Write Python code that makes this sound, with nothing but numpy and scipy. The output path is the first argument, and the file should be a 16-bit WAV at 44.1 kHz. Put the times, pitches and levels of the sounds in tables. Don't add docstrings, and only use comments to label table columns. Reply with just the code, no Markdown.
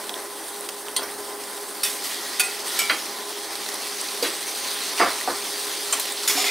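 import sys
import numpy as np
from scipy import signal
from scipy.io import wavfile
from scipy.ndimage import uniform_filter1d

SR = 44100
rng = np.random.default_rng(int(sys.argv[2]) if len(sys.argv) > 2 else 0)


def log_audio(samples):
    frames = np.atleast_2d(samples).T
    limited = np.clip(frames, -1, 1)
    pcm = np.round(limited * 32767).astype(np.int16)
    wavfile.write(sys.argv[1], SR, pcm)


def gain_from_decibels(decibels):
    exponent = np.asarray(decibels, float) / 20
    return 10 ** exponent


N = 286650


def evened(x):
    return x / np.sqrt(np.mean(x ** 2) + 1e-20)


def read(points, hz):
    f, value = np.transpose(points)
    return np.interp(np.log(hz + 1), np.log(f + 1), value)


def add(mix, s, sound):
    part = mix[round(s * SR):][:len(sound)]
    part += sound[:len(part)]


def resonate(x, hz, width):
    r, turn = np.exp(-np.pi * width / SR), np.exp(2j * np.pi * hz / SR)
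    return 2 * signal.lfilter([1 - r], [1, -r * turn], x).real


# pitch in Hz, likeness (1 = the same).
SAME = [(40, 0.84), (250, 0.99), (1000, 0.92), (4000, 0.92), (7500, 0.92), (8500, 0.8), (15000, 0.55)]


def field(z, db, swell_db, patchy_db):
    hz = np.fft.rfftfreq(512, 1 / SR)
    patches = rng.standard_normal(z.shape[:0:-1]).T
    patches = uniform_filter1d(patches, size=7, axis=0)
    patches = evened(uniform_filter1d(patches, size=16, axis=1))
    flicker = evened(uniform_filter1d(rng.standard_normal(z.shape[2]), size=12))
    same = np.clip(read(SAME, hz), -1, 1)[:, None]
    mid = np.sqrt((1 + same) / 2) * z[0]
    side = np.sqrt((1 - same) / 2) * z[1]
    gain = gain_from_decibels(db + swell_db * flicker + patchy_db * patches)
    pair = np.array([mid + side, mid - side]) * gain
    return signal.istft(pair, nperseg=512, noverlap=384)[1][:, :N]


# time in seconds, level in dB.
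HEAT = [(0.0, -41.5), (0.72, -42), (1.77, -40.5), (2.0, -36.5), (2.045, -32.5), (2.21, -35), (2.645, -35),
        (2.67, -30.5), (2.775, -31), (2.84, -30.5), (3.15, -36.5), (3.46, -36.5), (3.78, -34),
        (5.01, -31.5), (5.36, -32.5), (6.3, -32), (6.46, -30), (6.5, -29)]
# pitch in Hz, strength in dB per Hz.
FIZZ = [(710, -17.5), (1200, -6.5), (1520, -10.5), (1850, -4.5), (2370, -6), (2840, -6.5), (3170, -3.5),
        (4570, -1.5), (5320, -4), (6250, -5), (7040, -11.5), (8100, -9), (9020, -7.5), (11900, -14),
        (15800, -18.5)]


def frying(per_s=7000, spread_db=3.5):
    size_db = spread_db * np.minimum(rng.exponential(1, (2, N)), 3.5)
    bursts = gain_from_decibels(size_db) * (rng.random((2, N)) < per_s / SR)
    bursts = evened(bursts * rng.choice([-1., 1.], (2, N)))
    bursts = bursts + 0.71 * rng.standard_normal((2, N))
    hz, t, z = signal.stft(evened(bursts), SR, nperseg=512, noverlap=384)
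    heat_db = np.interp(t, *np.transpose(HEAT))
    top_db = np.interp(t, [1.95, 2.06], [18.5, 14])
    top = np.clip((hz[:, None] - 6000) / 2500, 0, 1)
    level_db = heat_db + (1 - top) * 10.43 + top * top_db
    return field(z, read(FIZZ, hz)[:, None] + level_db, swell_db=0.83, patchy_db=1.5)


def spit(db, hz, crack):
    t = np.arange(600) / SR
    bubble = np.sin(2 * np.pi * hz * t) * np.exp(-t * hz / 3.4)
    bubble = bubble * (1 - np.exp(-t * hz / .5))
    snap = 1.3 * np.exp(-t / 0.00022) + 0.49 * np.exp(-t / 0.0084)
    grit = uniform_filter1d(rng.standard_normal(600), size=2)
    return gain_from_decibels(db) * (bubble + abs(crack) * grit * snap)


# start in seconds, peak in dB, pitch in Hz, share of crack (0 to 1).
SPITS = [(0.0396, -26.5, 1504, 0.8), (0.0941, -14, 3330, 0.4), (0.141, -15.5, 3460, 0.24),
         (0.609, -13, 9600, 0.07), (0.6887, -15, 9150, 0.23), (0.6903, -19.5, 4730, 0.96),
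         (0.884, -22, 3100, 0.6), (1.4375, -19.5, 5300, 0.4), (1.9288, -20, 4500, 0.7),
         (2.424, -18, 2580, 0.1), (3.555, -17, 3930, 0.5), (3.663, -17, 4030, 0.46),
         (3.6886, -14.5, 4830, 0.6), (3.6892, -24, 1910, 0), (3.7434, -10.5, 9810, 0.1),
         (4.0142, -8, 8400, 0.02), (4.087, -16, 4480, 0.24), (4.4284, -17, 4230, 0.2),
         (5.105, -14, 4890, 0.2), (5.2117, -16, 1980, 0.1), (5.2122, -22, 3400, .1), (4.9989, -8, 1960, 0),
         (5.138, -20, 4100, 0), (5.0035, -20.5, 600, 0), (5.013, -9, 1350, 0.1), (5.033, -11, 750, 0),
         (5.064, -18, 714, 0.1), (0.9637, -12, 4150, .1), (.9648, -13, 8150, 0), (2.818, -14, 2900, 0.6),
         (6.4425, -10, 2260, .15), (6.483, -10, 3600, 0), (1.09, -25, 1920, .1), (6.235, -11, 7800, 0.1),
         (4.344, -25, 4500, .2), (6.054, -20, 4130, 1), (6.123, -9, 8600, 0)]


def spits():
    oil = np.zeros(N)
    for s, *pop in SPITS:
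        add(oil, s, spit(*pop))
    return oil


def knock(ring_db, clatter_db, t60, blow_hz, modes):
    t = np.arange(SR // 2) / SR
    low_hz, high_hz = blow_hz
    band = signal.butter(3, [low_hz, high_hz], "band", fs=SR, output="sos")
    grit = rng.standard_normal((1 + len(modes), len(t)))
    build = 1 - np.exp(-t * high_hz / 7.4) + 2.0 * np.exp(-t / 0.00029)
    level = 1 / np.sqrt((high_hz - low_hz) / (SR / 2))
    clatter = signal.sosfilt(band, level * grit[0] * build * gain_from_decibels(clatter_db - 60 * t / t60))
    chatter = 1 + .3 * evened(uniform_filter1d(grit, size=300, axis=1))[1:]
    ring = sum(gain_from_decibels(db - 60 * t / last) * shake * np.sin(2 * np.pi * tone * t)
               for (tone, db, last), shake in zip(modes, chatter))
    return clatter + gain_from_decibels(ring_db) * ring * (1 - np.exp(-t / 0.00098))


# lowest Hz, highest Hz.
BUMP_HZ = (246, 640)
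THUD_HZ = (236, 1850)
RAP_HZ = (567, 4100)
DULL_HZ = (238, 1370)
TAP_HZ = (1240, 2820)
SLAP_HZ = (600, 1960)
PING_HZ = (2850, 4650)
CLINK_HZ = (1290, 14300)
TICK_HZ = (2960, 14400)
# pitch in Hz, level in dB, seconds to fall by 60 dB.
BOWL_BASE = [(478, -17.5, 0.056), (298, -29.5, .15)]
BOWL_EDGE = [(4720, -16, .03)]
BOWL_ROCK = [(1540, -29, .12), (4000, -25, .12), (3300, -31, .15), (510, -39, 0.15)]
BOWL_RIM = [(2570, -26.5, .16), (3480, -29, 0.1), (3700, -29, .15), (4750, -21, 0.068), (5350, -29, .1),
            (5590, -26, .14), (8150, -27, .12), (8950, -21, .1), (9600, -25, .1), (10250, -21, 0.1),
            (11600, -30, .1), (12730, -28, .05), (13400, -22, .05)]
RIM_BOUNCE = [(2530, -26, 0.16), (3470, -26, 0.21), (3700, -32, .12), (2900, -29, .1), (4800, -27, 0.053),
              (5590, -23, .15), (8160, -31, .2), (9670, -28, 0.091), (10650, -26, .1), (11620, -24, 0.1),
              (14500, -25, .05)]
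BOWL = [(772, -28.5, 0.17), (1440, -23, 0.22), (2477, -20, 0.11), (2610, -25, 0.13), (3484, -26.5, 0.17),
        (4590, -23.5, 0.14), (6300, -33, .1), (7900, -27, .1), (9070, -14.5, 0.079), (10500, -22, 0.088),
        (11440, -23, 0.061), (13600, -30, 0.067)]
BOWL_FREED = [(772, -32, 0.46), (1414, -30, 0.38), (2010, -30, 0.5), (2520, -19.5, 0.16), (2600, -29, .2),
              (4480, -38, 0.17), (8140, -25, 0.2), (9800, -28, 0.27)]
PAN = [(1034, -33, 0.17), (2013, -32, 0.17), (3180, -27, 0.22), (3320, -28, 0.091), (3330, -31, 0.12),
       (3900, -28, 0.046), (4290, -27, 0.11), (4720, -29, 0.084), (6200, -28, 0.048), (8100, -18.5, 0.034),
       (8700, -27, .18), (9290, -21, 0.11), (9500, -25, 0.12), (12600, -26, .05)]
PAN_TOUCH = [(5220, -37, 0.087), (5780, -33, .08), (8700, -42, .05), (14800, -33, .05)]
PAN_WALL = [(797, -37, 0.39), (1470, -20, 0.07), (1805, -18, 0.064), (2022, -18.5, 0.072), (2030, -33, .1),
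            (2260, -21.5, 0.07), (2790, -32, 0.13), (3207, -25.5, 0.18), (4040, -19.5, .04),
            (4720, -18.5, 0.046)]
JAR = [(750, -17.5, 0.037)]
GLASS = [(1337, -18, 0.25), (696, -14, 0.24), (348, -10, 0.098)]
GLASS_RIM = [(4890, -25.5, 0.15), (4880, -38, 0.092), (8100, -29, 0.083)]
SKIMMER = [(1350, -29, 0.2), (2323, -20.5, 0.38), (2220, -33, 0.46), (2990, -28, 0.18), (5220, -27, .15),
           (5580, -25, .1), (6800, -34, .1), (6830, -27, .1), (7940, -21, 0.1), (14600, -28, .07)]
SKIMMER_BOUNCE = [(2303, -19, 0.2), (3230, -26, 0.072), (3850, -31, .1), (5100, -31, .1), (7010, -28, .08),
                  (7950, -29, .1)]
SKIMMER_EDGE = [(3500, -24, 0.15), (4100, -17, .03), (4500, -34, .1), (5210, -20, 0.2), (5820, -25, 0.16),
                (6900, -18.5, 0.21), (10200, -20, 0.095), (11000, -22, 0.11), (11800, -28, .06),
                (13000, -25, .05)]
EDGE_BOUNCE = [(1036, -30.5, .15), (2260, -25, 0.086), (3350, -23, .16), (5130, -27, .08),
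               (5810, -20, 0.11), (6960, -34, .2), (408, -36, .3)]
HANDLE = [(1120, -29, .06), (3100, -31, 0.16), (4100, -27, .06), (8400, -19, .05), (7340, -17, 0.049),
          (9330, -23, 0.12)]
HANDLE_BOUNCE = [(1090, -26, 0.095), (2490, -22, 0.035), (3130, -30, .08), (6100, -18, 0.035),
                 (7500, -25, 0.049), (8300, -24, .04)]
HANDLE_TIP = [(9340, -18, 0.025), (8700, -15.5, 0.022), (7600, -15, 0.025), (13000, -24, 0.045),
              (4100, -26, .06)]
BLADE_LOW = [(1600, -25.5, .15), (282, -31.5, 0.32)]
BLADE_FLAT = [(750, -21, 0.17), (1014, -28, 0.097), (1240, -30, 0.088), (2340, -29, 0.074),
              (5240, -22, 0.085)]
BLADE_TIP = [(2100, -28, 0.089), (3550, -23, 0.092), (5240, -33, 0.084), (6800, -25, .09)]
BLADE_HEEL = [(2090, -21.5, 0.086), (2450, -22, .1), (1350, -32, .12), (3400, -30, .1)]
# start in seconds, ring in dB, clatter in dB, seconds for the clatter to fall by 60 dB,
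# kind of blow (Hz band), tones that ring.
BLOWS = [(0.9647, 0, -20, 0.027, TICK_HZ, []), (.964, 1, -22, 0.076, PING_HZ, PAN),
         (0.989, 0, -24, 0.066, DULL_HZ, []), (1.014, 0, -30, 0.31, THUD_HZ, []),
         (1.030, 2, -35, 0.092, TICK_HZ, PAN_TOUCH), (1.833, 0, -21, 0.1, CLINK_HZ, BOWL_RIM),
         (1.849, -3.5, -24.5, 0.3, CLINK_HZ, RIM_BOUNCE), (1.897, -14, -34, .15, TICK_HZ, BOWL_RIM),
         (2.403, 0, -19, 0.087, CLINK_HZ, [(2490, -21, .1)]), (2.7905, 0, -17, 0.055, TICK_HZ, []),
         (2.804, -3, -28, 0.1, CLINK_HZ, SKIMMER_BOUNCE), (2.039, 0, -31.5, 0.61, TICK_HZ, []),
         (2.396, 0.5, -18, 0.1, CLINK_HZ, BOWL), (2.434, -4, -35, 0.29, CLINK_HZ, BOWL_FREED),
         (2.791, -1, -24.5, 0.095, CLINK_HZ, SKIMMER), (2.897, 1, -18, 0.14, TAP_HZ, PAN_WALL),
         (2.898, 0, -24.5, 0.2, DULL_HZ, []), (4.225, 1.5, -27, 0.27, BUMP_HZ, BOWL_BASE),
         (4.226, -2, -25, 0.2, TICK_HZ, BOWL_EDGE), (4.230, 0, -25, 0.24, RAP_HZ, []),
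         (4.246, 0, -29, 0.23, RAP_HZ, BOWL_ROCK), (4.977, 0, -28, 0.3, RAP_HZ, []),
         (4.998, -5.5, -14.5, 0.23, THUD_HZ, GLASS), (5.012, 0, -17.5, 0.24, THUD_HZ, []),
         (5.002, 1.5, -42, .1, PING_HZ, GLASS_RIM), (5.018, -0.5, -44, .1, PING_HZ, GLASS_RIM),
         (5.042, -6, -43, .1, PING_HZ, GLASS_RIM), (5.033, 0, -29, .15, SLAP_HZ, []),
         (5.048, 0, -24, 0.36, SLAP_HZ, []), (5.275, 3.5, -21, 0.24, DULL_HZ, JAR),
         (5.925, 2.5, -24.5, 0.11, CLINK_HZ, HANDLE), (5.929, 0, -22.5, 0.1, RAP_HZ, HANDLE_BOUNCE),
         (6.170, 0, -32, .2, PING_HZ, []), (5.9975, -2, -23.5, 0.09, TICK_HZ, HANDLE_TIP),
         (6.276, -1.5, -19.5, 0.45, CLINK_HZ, SKIMMER_EDGE), (6.295, -1, -28, 0.18, RAP_HZ, EDGE_BOUNCE),
         (6.349, -3.5, -30, .1, THUD_HZ, BLADE_LOW), (6.376, -2.5, -30, .1, CLINK_HZ, BLADE_FLAT),
         (6.385, -3, -30, 0.092, RAP_HZ, [(2340, -27, .08), (5240, -23, .08)]),
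         (6.401, 1.5, -34, .1, CLINK_HZ, BLADE_TIP), (6.442, -14, -33, 0.067, RAP_HZ, BLADE_FLAT),
         (6.476, -7, -34, .06, RAP_HZ, BLADE_HEEL), (6.367, 0, -33, .15, TICK_HZ, []),
         (6.464, -2, -36, .1, TAP_HZ, BLADE_HEEL), (6.491, 0, -37, .1, RAP_HZ, BLADE_HEEL)]


def knocks():
    near = np.zeros(N)
    muffled_s = 2.422
    for s, *blow in BLOWS:
        sound = knock(*blow)
        if s < muffled_s:
            sound[round((muffled_s - s) * SR):] *= gain_from_decibels(-27)
        add(near, s, sound)
    return near


def scrape(rows, peaks):
    s, db = np.transpose(rows)
    t = np.arange(s[0], s[-1], 1 / SR)
    jerks = evened(uniform_filter1d(rng.standard_normal(len(t)), size=60))
    grit = rng.standard_normal(len(t)) * gain_from_decibels(2.0 * jerks)
    body = sum(gain_from_decibels(top_db) * evened(resonate(grit, hz, width)) for hz, width, top_db in peaks)
    rasp = evened(resonate(grit, 4200, 2900))
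    fade_in = np.clip((t - s[0]) / 0.0048, 0, 1)
    return s[0], gain_from_decibels(np.interp(t, s, db)) * evened(evened(body) + 1.1 * rasp) * fade_in


# time in seconds, level in dB.
SCRAPE = [
    [(6.345, -35), (6.385, -23), (6.425, -27.5), (6.44, -31)],
    [(6.44, -23.5), (6.5, -30)],
    [(2.04, -40), (2.3, -39.5), (2.62, -44)],
]
# pitch in Hz, width in Hz, level in dB.
SCRAPED = [
    [(715, 20, -2), (1240, 40, -8), (2400, 93, 2), (2850, 110, 3), (3470, 99, -3), (3800, 47, -5),
     (5330, 38, 0), (6850, 91, 5), (9200, 39, -17)],
    [(720, 28, -4), (2220, 150, 8), (3400, 29, 3), (4230, 36, -17), (5300, 96, -13), (7000, 36, 5),
     (8110, 165, -20), (9800, 56, -16)],
    [(1940, 100, 5), (1400, 80, -6), (4500, 300, -3)],
]


def scrapes():
    near = np.zeros(N)
    for rows, peaks in zip(SCRAPE, SCRAPED):
        add(near, *scrape(rows, peaks))
    return near


def boom(db, t60):
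    t = np.arange(SR // 2) / SR
    shudder = resonate(rng.standard_normal(len(t)), 95, 75)
    shudder = evened(resonate(shudder, 95, 75))
    return gain_from_decibels(db - 60 * t / t60) * shudder * (1 - np.exp(-t / 0.0095))


# start in seconds, level in dB, seconds to fall by 60 dB.
BOOMS = [
    (1.0, -59, 1.0),
    (2.4, -62, 0.35),
    (2.901, -63, .5),
    (4.231, -62, 0.88),
    (2.79, -62, .4),
    (5.001, -46.5, 0.45),
    (5.28, -55, 0.6),
    (6.33, -60, 0.65),
]


def booms():
    counter = np.zeros(N)
    for s, *shudder in BOOMS:
        add(counter, s, boom(*shudder))
    return counter


# pitch in Hz, seconds to fall by 60 dB.
KITCHEN = [(200, 0.22), (1500, 0.25), (6000, 0.24), (15000, 0.071)]


def kitchen(x):
    taps = np.zeros((2, SR // 2))
    at = np.arange(200, SR // 2 - 20, 20)
    at = at + rng.integers(0, 20, (2, len(at)))
    np.put_along_axis(taps, at, rng.choice([-1., 1.], at.shape), 1)
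    taps = taps + 0.64 * taps[::-1]
    hz, t, z = signal.stft(taps, SR, nperseg=256)
    tail = signal.istft(z * gain_from_decibels(-60 * t / read(KITCHEN, hz)[:, None]), SR, nperseg=256)[1]
    return signal.fftconvolve(x[None], tail / np.linalg.norm(tail[0]), axes=1)[:, :N]


# pitch in Hz, strength in dB per Hz.
WHIR = [(20, -52), (45, -33), (85, -25), (150, -28), (190, -19), (280, -6.5), (403, -2.5), (479, -7.5),
        (805, -5), (1020, -6.5), (1250, -9.5), (2040, -11.5), (2700, -41), (4500, -60)]
# pitch in Hz, width of the wavering in Hz, level in dB.
HUM = [(202.8, 7.6, -61), (409.7, 15.5, -43), (808.6, 28, -49), (1019.5, 27, -48.5), (346, 11, -60),
       (544, 40, -55)]


def fan():
    air = np.fft.rfft(rng.standard_normal((2, N)))
    air = evened(np.fft.irfft(air * gain_from_decibels(read(WHIR, np.fft.rfftfreq(N, 1 / SR))), N))
    z = signal.stft(air, SR, nperseg=512, noverlap=384)[2]
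    rush = field(z, -39.5, swell_db=1.32, patchy_db=0.0)
    t, tones = np.arange(N) / SR, 0
    for hz, width, db in HUM:
        waver = resonate(rng.standard_normal(N), hz, width)
        waver = evened(resonate(waver, hz, width))
        tones = tones + gain_from_decibels(db) * (0.5 * waver + np.sin(2 * np.pi * (hz * t + rng.random())))
    return rush + tones


def scene():
    oil = spits()
    near = knocks() + scrapes()
    direct = near * gain_from_decibels(np.array([[-.3], [.3]])) + oil * gain_from_decibels(np.array([[-1.5], [1.5]]))
    direct = direct + np.array([[.2], [-.2]]) * np.gradient(near)
    pan = direct + gain_from_decibels(-9.0) * kitchen(near + 0.63 * oil) + frying()
    small = signal.butter(5, 215, "high", fs=SR, output="sos")
    return signal.sosfilt(small, pan) + booms() + fan()


def top_cut(x):
    return signal.sosfilt(signal.butter(12, 16480, fs=SR, output="sos"), x)


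def record(dry):
    treble = signal.butter(2, 7000, "high", fs=SR, output="sos")
    hiss = signal.sosfilt(treble, rng.standard_normal(dry.shape))
    heard = dry * gain_from_decibels(np.array([[-.35], [.35]])) + gain_from_decibels(-43.5) * hiss
    limit = signal.firwin(767, 15760, window=("kaiser", 9), fs=SR)
    return top_cut(signal.oaconvolve(heard, limit[None], "same"))


dry = scene()
out = record(dry)
log_audio(out)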